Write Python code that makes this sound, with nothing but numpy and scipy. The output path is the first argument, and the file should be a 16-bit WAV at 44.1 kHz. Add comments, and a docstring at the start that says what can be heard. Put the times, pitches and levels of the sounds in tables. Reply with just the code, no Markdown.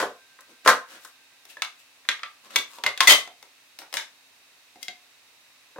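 """A heavy bowl knocks and scrapes on a table: an ice-cream maker is being put together, close by,
in a small tiled kitchen. The plastic lid clacks on the rim and snaps home; a plastic paddle is taken
from the table and taps in the chute. Each impact excites the damped modes of the struck part, and
sliding plastic rasps by stick-slip friction. The bowl's metal liner sings faintly, and low
frequencies flutter between the tiled walls over a steady hiss and hum."""
import sys
import numpy as np
from scipy import signal
from scipy.io import wavfile
from scipy.ndimage import uniform_filter1d, minimum_filter1d

SR = 44100
rng = np.random.default_rng(int(sys.argv[2]) if len(sys.argv) > 2 else 0)


def master_out(mix):
    """Clip the mix to full scale and print it as 16-bit PCM to the path in sys.argv[1]."""
    frames = np.transpose(np.atleast_2d(mix))
    ceiling = np.clip(frames, -1, 1)
    pcm = np.round(ceiling * 32767).astype(np.int16)
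    wavfile.write(sys.argv[1], SR, pcm)


N = 255339
TIME = np.arange(N) / SR
BAND_HZ = 44 * 2 ** np.arange(0, 8.6, .5)   # half-octave centres
LEFT_RIGHT = np.array([[.5], [-.5]])   # splits a difference between the channels

# Spectral density of the hiss: frequency_hz, relative_db
HISS_SPECTRUM = [(18, -49), (30, -18), (193, -15), (232, -13.5), (264, -13), (509, -10), (551, -8),
                 (645, -8), (1150, -5.5), (1280, -14), (1380, -6.5), (2520, -0.5), (3110, -14), (3840, -4),
                 (15800, -18)]
# Balance of the hiss: frequency_hz, left_minus_right_db
HISS_PAN = [(60, -7), (180, -7), (550, -3), (1650, -2.5), (4970, -3), (15000, 5.5)]
# Soft whistling bands: centre_hz, width_hz, level_db
WHISTLES = [(2600, 270, -64), (3780, 45, -68.5)]
# Hum tones: pitch_hz, level_db
HUM_TONES = [(100, -90.5), (269, -82.5)]
# Reverberation time: frequency_hz, t60_s
KITCHEN_T60 = [(100, .3), (250, 0.2), (600, 0.24), (1500, 0.25), (3500, 0.245), (8000, .235), (15000, .19)]
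# Response of the diffuse tail: frequency_hz, gain_db
KITCHEN_RESPONSE = [(80, -20), (250, 8.5), (600, 5), (1500, 1), (3500, 0.5), (8000, -1.5), (15000, -2)]
# Left-right coherence of diffuse and of direct sound: frequency_hz, correlation
DIFFUSE_COHERENCE = [(60, 0.87), (250, 1), (500, 1), (1000, .75), (2000, 0.24), (4000, 0.036),
                     (12000, 0.023)]
DIRECT_COHERENCE = [(250, 1), (1000, 1), (2000, .85), (4000, 0.22), (12000, 0.18)]
# Knocks that excite the metal liner: start_s, level_db
LINER_KNOCKS = [(0.0, -60), (.675, -69.5)]
# Plastic sliding on plastic or on the table: start_s, length_s, level_db, tilt_db_per_octave, ring_hz
RUBS = [(0.0, 0.034, -32, 0, 1370), (0.476, 0.055, -57.5, 0.5, 300), (0.645, 0.029, -33.5, 0, 1520),
        (0.866, 0.12, -49, 1.5, 1490), (0.977, 0.13, -54.5, 6, 1474), (1.484, 0.04, -48.5, 3, 2630),
        (1.78, 0.035, -55, 4, 2670), (2.43, 0.046, -52.5, 0.5, 1030), (2.5, 0.015, -43.5, 0, 1200),
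        (2.504, 0.12, -46, 0, 3700), (2.673, 0.14, -51, 3.5, 1090), (3.011, 0.064, -36.5, 3.5, 1030),
        (3.25, 0.023, -55, 0, 2094), (4.81, 0.023, -51.5, 3.5, 2140)]
# Band spectrum of friction: frequency_hz, relative_db
FRICTION_SPECTRUM = [(40, -57), (100, -33), (250, -9.5), (600, -7), (1200, -1.5), (3500, 3.5), (7000, -1),
                     (15000, -8)]

# Impacts: start_s, strength_db, weight_db (bass lift), hardness_db_per_octave (treble tilt)
PADDLE_TAPS = [(3.7883, -54.5, 14, 7.5), (3.8174, -47, 7.5, -13), (3.9272, -48.5, 13, 4.5),
               (3.9398, -40, 7, 5.5), (3.9697, -33.5, 0.5, 3)]
CHUTE_TAPS = [(4.758, -67, 19.5, 1), (4.8287, -52.5, -7, 8), (4.8822, -37.5, -7, -1)]
BOWL_KNOCKS = [(0.001, -23.5, 2, 0), (0.0271, -29.5, 15, -2), (0.389, -49, -3, -6.5),
               (0.407, -60.5, 2, 8.5), (0.6606, -20.5, 8, -2), (0.675, -9, -2.5, 0.5),
               (0.689, -11, -3.5, -0.6), (0.6995, -14.5, -27, -1), (1.0485, -44.5, -4, 4.5),
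               (5.759, -50, 14.5, -11), (5.784, -51, 28, -1.5)]
# Lid impacts, each with the panel mode under the contact:
# start_s, strength_db, weight_db, hardness_db_per_octave, panel_hz, panel_relative_db
LID_CLACKS = [(1.4525, -65.5, 23, 7.5, 2000, -5), (1.5693, -49.5, 12, -5, 1740, 9),
              (1.6203, -26, -11, -1.04, 2265, -4.5), (2.0513, -51.5, -7, -9, 2100, -2.5),
              (2.0877, -18, -24, -3.8, 1860, -6.5), (2.1933, -45.5, -4, -6, 1250, 4),
              (2.2326, -28.5, -14, -8, 1180, 1), (2.5589, -23.5, -17, 2, 2250, 0.5),
              (2.5605, -32, 10, 1, 3574, 9), (2.785, -53.5, 18.5, 0.5, 965, 4.5),
              (2.8373, -28, 3.5, -1.5, 2110, -5.5), (2.8632, -24, 5, -1, 2093, 5),
              (2.9756, -39.5, -0.5, 1.5, 3830, -3.5), (3.0051, -17.5, -5, 0.3, 1067, 4),
              (3.0135, -25.5, -17.5, -3.5, 1020, -8.5), (3.0729, -12.5, 0, 4.5, 2040, 10.5),
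              (3.096, -14.5, -4, 4, 3160, -0.5), (3.1085, -21.5, 12, 3.5, 3116, 5),
              (3.121, -33.5, 13.5, 7, 684, -1.5), (3.275, -46.5, 5, -2, 702, 2.5),
              (3.427, -61, 22.5, 5.5, 2100, 7)]
# Excitation spectrum of an ordinary blow: frequency_hz, relative_db
PADDLE_EXCITATION = [(210, -40), (630, -13), (1550, -1.5), (3600, 2.5), (9200, -5)]
CHUTE_EXCITATION = [(70, -46), (210, -11.5), (630, -12.5), (1550, -1), (3600, 1), (9200, -11)]
BOWL_EXCITATION = [(70, -62.5), (210, -29.5), (630, -5), (1550, -2), (3600, -13), (9200, -9.5)]
LID_EXCITATION = [(70, -42.5), (210, -34), (630, -10.5), (1550, -0.02), (3600, 0), (9200, -10)]
# Response of the dense, well-damped shell modes: frequency_hz, relative_db
PADDLE_SHELL = [(200, -7), (600, -5), (2000, 1), (6000, -7.5), (14000, -15.5)]
CHUTE_SHELL = [(200, -5), (350, -5), (700, 1), (1200, -29), (2000, -13), (4000, 1.5), (7000, -2),
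               (14000, -10)]
BOWL_SHELL = [(200, -10), (500, -5.5), (900, -13), (1400, 0.5), (2000, -9.5), (2600, -8.5), (4000, -0.5),
              (14000, -14)]
LID_SHELL = [(200, -8), (500, -9), (1000, -4), (1500, -3.5), (2200, -4.5), (4000, 0), (7000, -2),
             (14000, -5.5)]
# Distinct modes: pitch_hz, relative_db, t60_s
PADDLE_MODES = [(2490, -21, 0.07), (3420, -27, .07), (3750, -20, 0.07), (5300, -1, 0.026)]
CHUTE_MODES = [(718, 0, 0.25), (797, 2.5, 0.024), (1560, -16.5, 0.076), (2103, 1, 0.041),
               (2710, -9.5, 0.04), (3270, -7, 0.039), (3840, -12, 0.057), (4900, -7, 0.065)]
BOWL_MODES = [(226, -7, 0.21), (322, -7.5, 0.042), (516, -10.5, 0.27), (587, -6.5, 0.065), (908, -7.5, .06),
              (1039, -4, 0.082), (1198, -15.5, 0.088), (1469, -14.5, 0.22), (1543, -13, 0.1),
              (1510, -11.5, 0.17), (1780, -15.5, 0.15), (1927, -6.5, 0.089), (1987, -13.5, 0.23)]
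LID_MODES = [(416, -2, 0.16), (759, -17, 0.12), (922.4, -8, 0.17), (997, -3, 0.023), (1170, -10.5, 0.093),
             (2048, -8.5, 0.12), (2160, -9, 0.15), (2506, -8.5, 0.11), (2686, -7.5, 0.11),
             (2920, -16.5, 0.0661), (3479, 4.5, .045), (3888, -8.5, .08), (4540, -17, 0.027),
             (5080, -16, 0.068), (6170, -2, 0.064)]


def from_db(db):
    """Amplitude ratio: tenfold for every 20 dB."""
    return 10 ** (np.asarray(db) / 20)


def at_hz(curve, hz):
    """Interpolation on a logarithmic frequency axis."""
    curve = np.array(curve)
    return np.interp(np.log(hz), np.log(curve[:, 0]), curve[:, 1])


def unit_rms(x):
    """Normalisation to unit mean power."""
    return x / np.sqrt(np.mean(x ** 2) + 1e-20)


def add(out, start_s, sound):
    """Superposition of a stereo sound from a given instant."""
    i = max(0, round(start_s * SR))
    out[:, i:i + sound.shape[1]] += sound[:, :max(0, N - i)]


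def shadow(pan_db, hz, shadow_hz=5000):
    """Acoustic shadow: long waves diffract round an obstacle, so only the treble is panned."""
    return from_db(LEFT_RIGHT * pan_db / (1 + (shadow_hz / hz) ** 4))


def noise_bands(size, coherence=DIFFUSE_COHERENCE):
    """Partial coherence: half-octave noises whose channels agree in the bass and less in the treble."""
    bands, settle = [], SR // 10
    for hz in BAND_HZ:
        bandpass = signal.butter(2, [hz * 2 ** -.25, hz * 2 ** .25], "band", fs=SR, output="sos")
        mid, side = signal.sosfilt(bandpass, rng.standard_normal((2, size + settle)))[:, settle:]
        alike = np.clip(at_hz(coherence, hz), -.99, .99)
        bands.append(unit_rms(np.sqrt(1 + alike) * mid + np.sqrt(1 - alike) * side * [[1], [-1]]))
    return np.array(bands)


def background(bands, hiss_db=-58):
    """Stationary noise: broadband hiss, two narrow whistling bands and a faint hum of pure tones."""
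    density = from_db(at_hz(HISS_SPECTRUM, BAND_HZ) + LEFT_RIGHT * at_hz(HISS_PAN, BAND_HZ))
    hiss = from_db(hiss_db) * unit_rms(np.einsum("cb,bcn->cn", density * np.sqrt(BAND_HZ), bands))
    for hz, width_hz, db in WHISTLES:
        resonator = signal.iirpeak(hz, hz / width_hz, fs=SR)
        hiss += from_db(db) * unit_rms(signal.lfilter(*resonator, rng.standard_normal((2, N))))
    hum = sum(from_db(db) * np.sqrt(2) * np.sin(2 * np.pi * hz * TIME) for hz, db in HUM_TONES)
    return hiss + hum


def kitchen(sent, build_s=.0063, round_trip_s=.0198, flutter_t60_s=.27, flutter_db=.5, dull_hz=900):
    """Reverberation: a diffuse tail off the tiles and a dull flutter echo between facing walls."""
    t = TIME[:SR // 2]
    widths_hz = BAND_HZ * (2 ** .25 - 2 ** -.25)
    gains = from_db(at_hz(KITCHEN_RESPONSE, BAND_HZ)) * np.sqrt(widths_hz * 2 / SR)
    fade = from_db(-60 * t / at_hz(KITCHEN_T60, BAND_HZ)[:, None]) * (1 - np.exp(-(t / build_s) ** 2))
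    fade /= np.sqrt(np.sum(fade ** 2, axis=1, keepdims=True))   # unit energy in each band
    tail = np.sum(noise_bands(len(t)) * (gains[:, None] * fade)[:, None], axis=0)
    echoes = np.zeros(len(t))
    arrivals_s = np.arange(round_trip_s, t[-1], round_trip_s)
    echoes[(arrivals_s * SR).astype(int)] = from_db(flutter_db - 60 * arrivals_s / flutter_t60_s)
    flutter = signal.sosfilt(signal.butter(2, dull_hz, fs=SR, output="sos"), echoes)
    return signal.fftconvolve(sent, tail + flutter, axes=1)[:, :N]


def liner(pitch_hz=1572, t60_s=5.6, beat_hz=9):
    """Beating: twin modes of the bowl's metal liner interfere as they ring on after hard knocks."""
    twins = np.sin(2 * np.pi * pitch_hz * TIME) + .5 * np.sin(2 * np.pi * (pitch_hz - beat_hz) * TIME)
    envelope = sum((TIME >= s) * from_db(db - 60 * np.abs(TIME - s) / t60_s) for s, db in LINER_KNOCKS)
    return twins * envelope


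def rubs(bands, grain_db=5, ring_db=-7.5, ring_width_hz=220, pan_db=9.5):
    """Stick-slip friction: short swells of millisecond slips drive a resonance of the rubbed part."""
    out = np.zeros((2, N))
    for start_s, length_s, level_db, tilt, ring_hz in RUBS:
        i, size = int(start_s * SR), int(length_s * SR)
        spectrum_db = at_hz(FRICTION_SPECTRUM, BAND_HZ) + tilt * np.log2(BAND_HZ / 2000)
        gains = from_db(spectrum_db) * shadow(pan_db, BAND_HZ)
        noise = np.einsum("cb,bcn->cn", gains, bands[:, :, i:i + size])
        slips = np.interp(np.arange(size), np.arange(0, N, 50), rng.standard_normal(N)[::50])
        friction = unit_rms(noise * from_db(grain_db * slips))
        resonator = signal.iirpeak(ring_hz, ring_hz / ring_width_hz, fs=SR)
        ring = from_db(ring_db) * unit_rms(signal.lfilter(*resonator, friction))
        swell = np.sqrt(np.hanning(size))
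        add(out, start_s, from_db(level_db) * unit_rms(friction + ring) * swell)
    return out


def damped(wave, hz, t60_s, crack=0, crack_s=.0035, rise_cycles=.6):
    """Free decay: a vibration builds within a cycle, sheds any first crack and dies exponentially."""
    t = TIME[:wave.shape[-1]]
    rise = 1 - np.exp(-(t * hz / rise_cycles) ** 2)
    decay = from_db(-60 * t / np.maximum(t60_s, .004)) + crack * np.exp(-t / crack_s)
    wave = wave * rise * decay
    return wave / np.sqrt(np.mean(wave[:, :SR // 100] ** 2))   # unit rms over the first 10 ms


def contact_db(excitation, weight_db, hardness, hz, weight_below_hz=976, hardness_above_hz=1550):
    """Impact spectrum: weight lifts the bass, hardness tilts the treble, and both ends roll off."""
    octaves_below = max(np.log2(excitation[0][0] / hz), 0)
    octaves_above = max(np.log2(hz / excitation[-1][0]), 0)
    roll_off_db = 13.5 * octaves_below + 5 * octaves_above
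    bass_db = weight_db / (1 + (hz / weight_below_hz) ** 6)
    treble_db = hardness * max(np.log2(hz / hardness_above_hz), 0)
    return at_hz(excitation, hz) + bass_db + treble_db - roll_off_db


def strike(contact, bands, shell, modes, shell_t60_s, damping_power, pan_db, scatter_db=1.95):
    """Modal superposition: dense shell modes merge into a burst of noise; distinct ones ring as tones."""
    out = np.zeros((2, N // 3))
    i = rng.integers(bands.shape[-1] - SR // 8)   # every contact mixes the shell modes anew
    for hz, band in zip(BAND_HZ, bands[:, :, i:i + SR // 8]):
        t60_s = shell_t60_s * (2000 / hz) ** damping_power   # low bands last longer
        burst = damped(band, hz, t60_s, crack=.72)
        gain = from_db(contact_db(*contact, hz) + at_hz(shell, hz))
        out[:, :burst.shape[1]] += gain * shadow(pan_db, hz) * burst
    for hz, relative_db, t60_s in modes:
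        t = TIME[:int(np.clip(t60_s * SR, SR // 20, N // 3))]
        # The phase difference between the channels spreads with frequency.
        phase = rng.uniform(0, 2 * np.pi) + LEFT_RIGHT * hz / 5000 * rng.standard_normal()
        tone = damped(np.sin(2 * np.pi * hz * t + phase), hz, t60_s)
        gain = from_db(contact_db(*contact, hz) + relative_db + scatter_db * rng.standard_normal())
        out[:, :len(t)] += gain * shadow(pan_db, hz) * tone
    return out


def impacts(events, excitation, shell, modes, mode_db, shell_t60_s, damping_power, pan_db, room_db,
            rebound_db, rebound_s=.0275, panel_t60_s=.073, firm_db=-18.5, halving_db=24.5):
    """Impact and rebound: a struck part falls back once, more gently. Gives direct sound and room feed."""
    direct = np.zeros((2, N))
    bands = noise_bands(SR, DIRECT_COHERENCE)
    modes = [(hz, db + mode_db, t60_s) for hz, db, t60_s in modes]
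    for start_s, strength_db, weight_db, hardness, *panel in events:
        blow_pan_db = pan_db + .02 * weight_db   # weighty blows lie slightly further left
        for bounce in range(2):
            db = strength_db + bounce * rebound_db
            linger = 2 ** (min(db - firm_db, 0) / halving_db)   # the hand damps light blows
            ringing = modes + ([(*panel, panel_t60_s * linger)] if panel else [])
            contact = excitation, weight_db + bounce * 3.5, hardness   # a rebound lands flatter
            sound = strike(contact, bands, shell, ringing, shell_t60_s * linger, damping_power, blow_pan_db)
            add(direct, start_s + bounce * rebound_s, from_db(db) * sound)
    return np.array([direct, from_db(room_db) * direct])


def paddle():
    """Heavy damping: the plastic paddle's high modes give brief ticks against the table."""
    return impacts(PADDLE_TAPS, PADDLE_EXCITATION, PADDLE_SHELL, PADDLE_MODES, mode_db=-8,
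                   shell_t60_s=.034, damping_power=.42, pan_db=14.5, room_db=-1, rebound_db=-18)


def chute():
    """Resonance: tapped by the paddle, the lid's chute rings longest in its lowest mode."""
    return impacts(CHUTE_TAPS, CHUTE_EXCITATION, CHUTE_SHELL, CHUTE_MODES, mode_db=2.5,
                   shell_t60_s=.055, damping_power=.095, pan_db=15, room_db=-6, rebound_db=-20.5)


def bowl():
    """Shell vibration: knocks on the table excite the low modes of the heavy bowl."""
    return impacts(BOWL_KNOCKS, BOWL_EXCITATION, BOWL_SHELL, BOWL_MODES, mode_db=-1.5,
                   shell_t60_s=.12, damping_power=.05, pan_db=10.5, room_db=-7, rebound_db=-23)


def lid():
    """Plate vibration: each clack excites the lid's modes and a panel mode under the contact."""
    return impacts(LID_CLACKS, LID_EXCITATION, LID_SHELL, LID_MODES, mode_db=-9,
                   shell_t60_s=.052, damping_power=.21, pan_db=11, room_db=-6, rebound_db=-15)


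def scene(rub_room_db=.5):
    """Superposition of the direct field, the reverberant field and the background."""
    direct, room_feed = bowl() + lid() + paddle() + chute()
    bands = noise_bands(N)
    sliding = rubs(bands[:, :, ::-1])   # reversed noise is uncorrelated with the hiss
    left, right = direct + sliding + liner()
    near = np.array([left, np.pad(right, (2, 0))[:N]])   # sound reaches the right two samples later
    return near + kitchen(room_feed + from_db(rub_room_db) * sliding) + background(bands)


def record(dry, ceiling=1.3, window_samples=89, saturation=.95, low_cut_hz=70, high_cut_hz=15900):
    """Peak limiting and soft saturation round the hardest blows; filters cut the deep bass and the top."""
    allowed_gain = ceiling / np.maximum(np.abs(dry).max(axis=0), ceiling)
    held = dry * uniform_filter1d(minimum_filter1d(allowed_gain, window_samples), window_samples)
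    rounded = held / (1 + (held / saturation) ** 6) ** (1 / 6)
    thinned = signal.sosfilt(signal.butter(1, low_cut_hz, "high", fs=SR, output="sos"), rounded)
    return signal.sosfilt(signal.ellip(10, .1, 70, high_cut_hz, fs=SR, output="sos"), thinned)


dry = scene()
out = record(dry)
master_out(out)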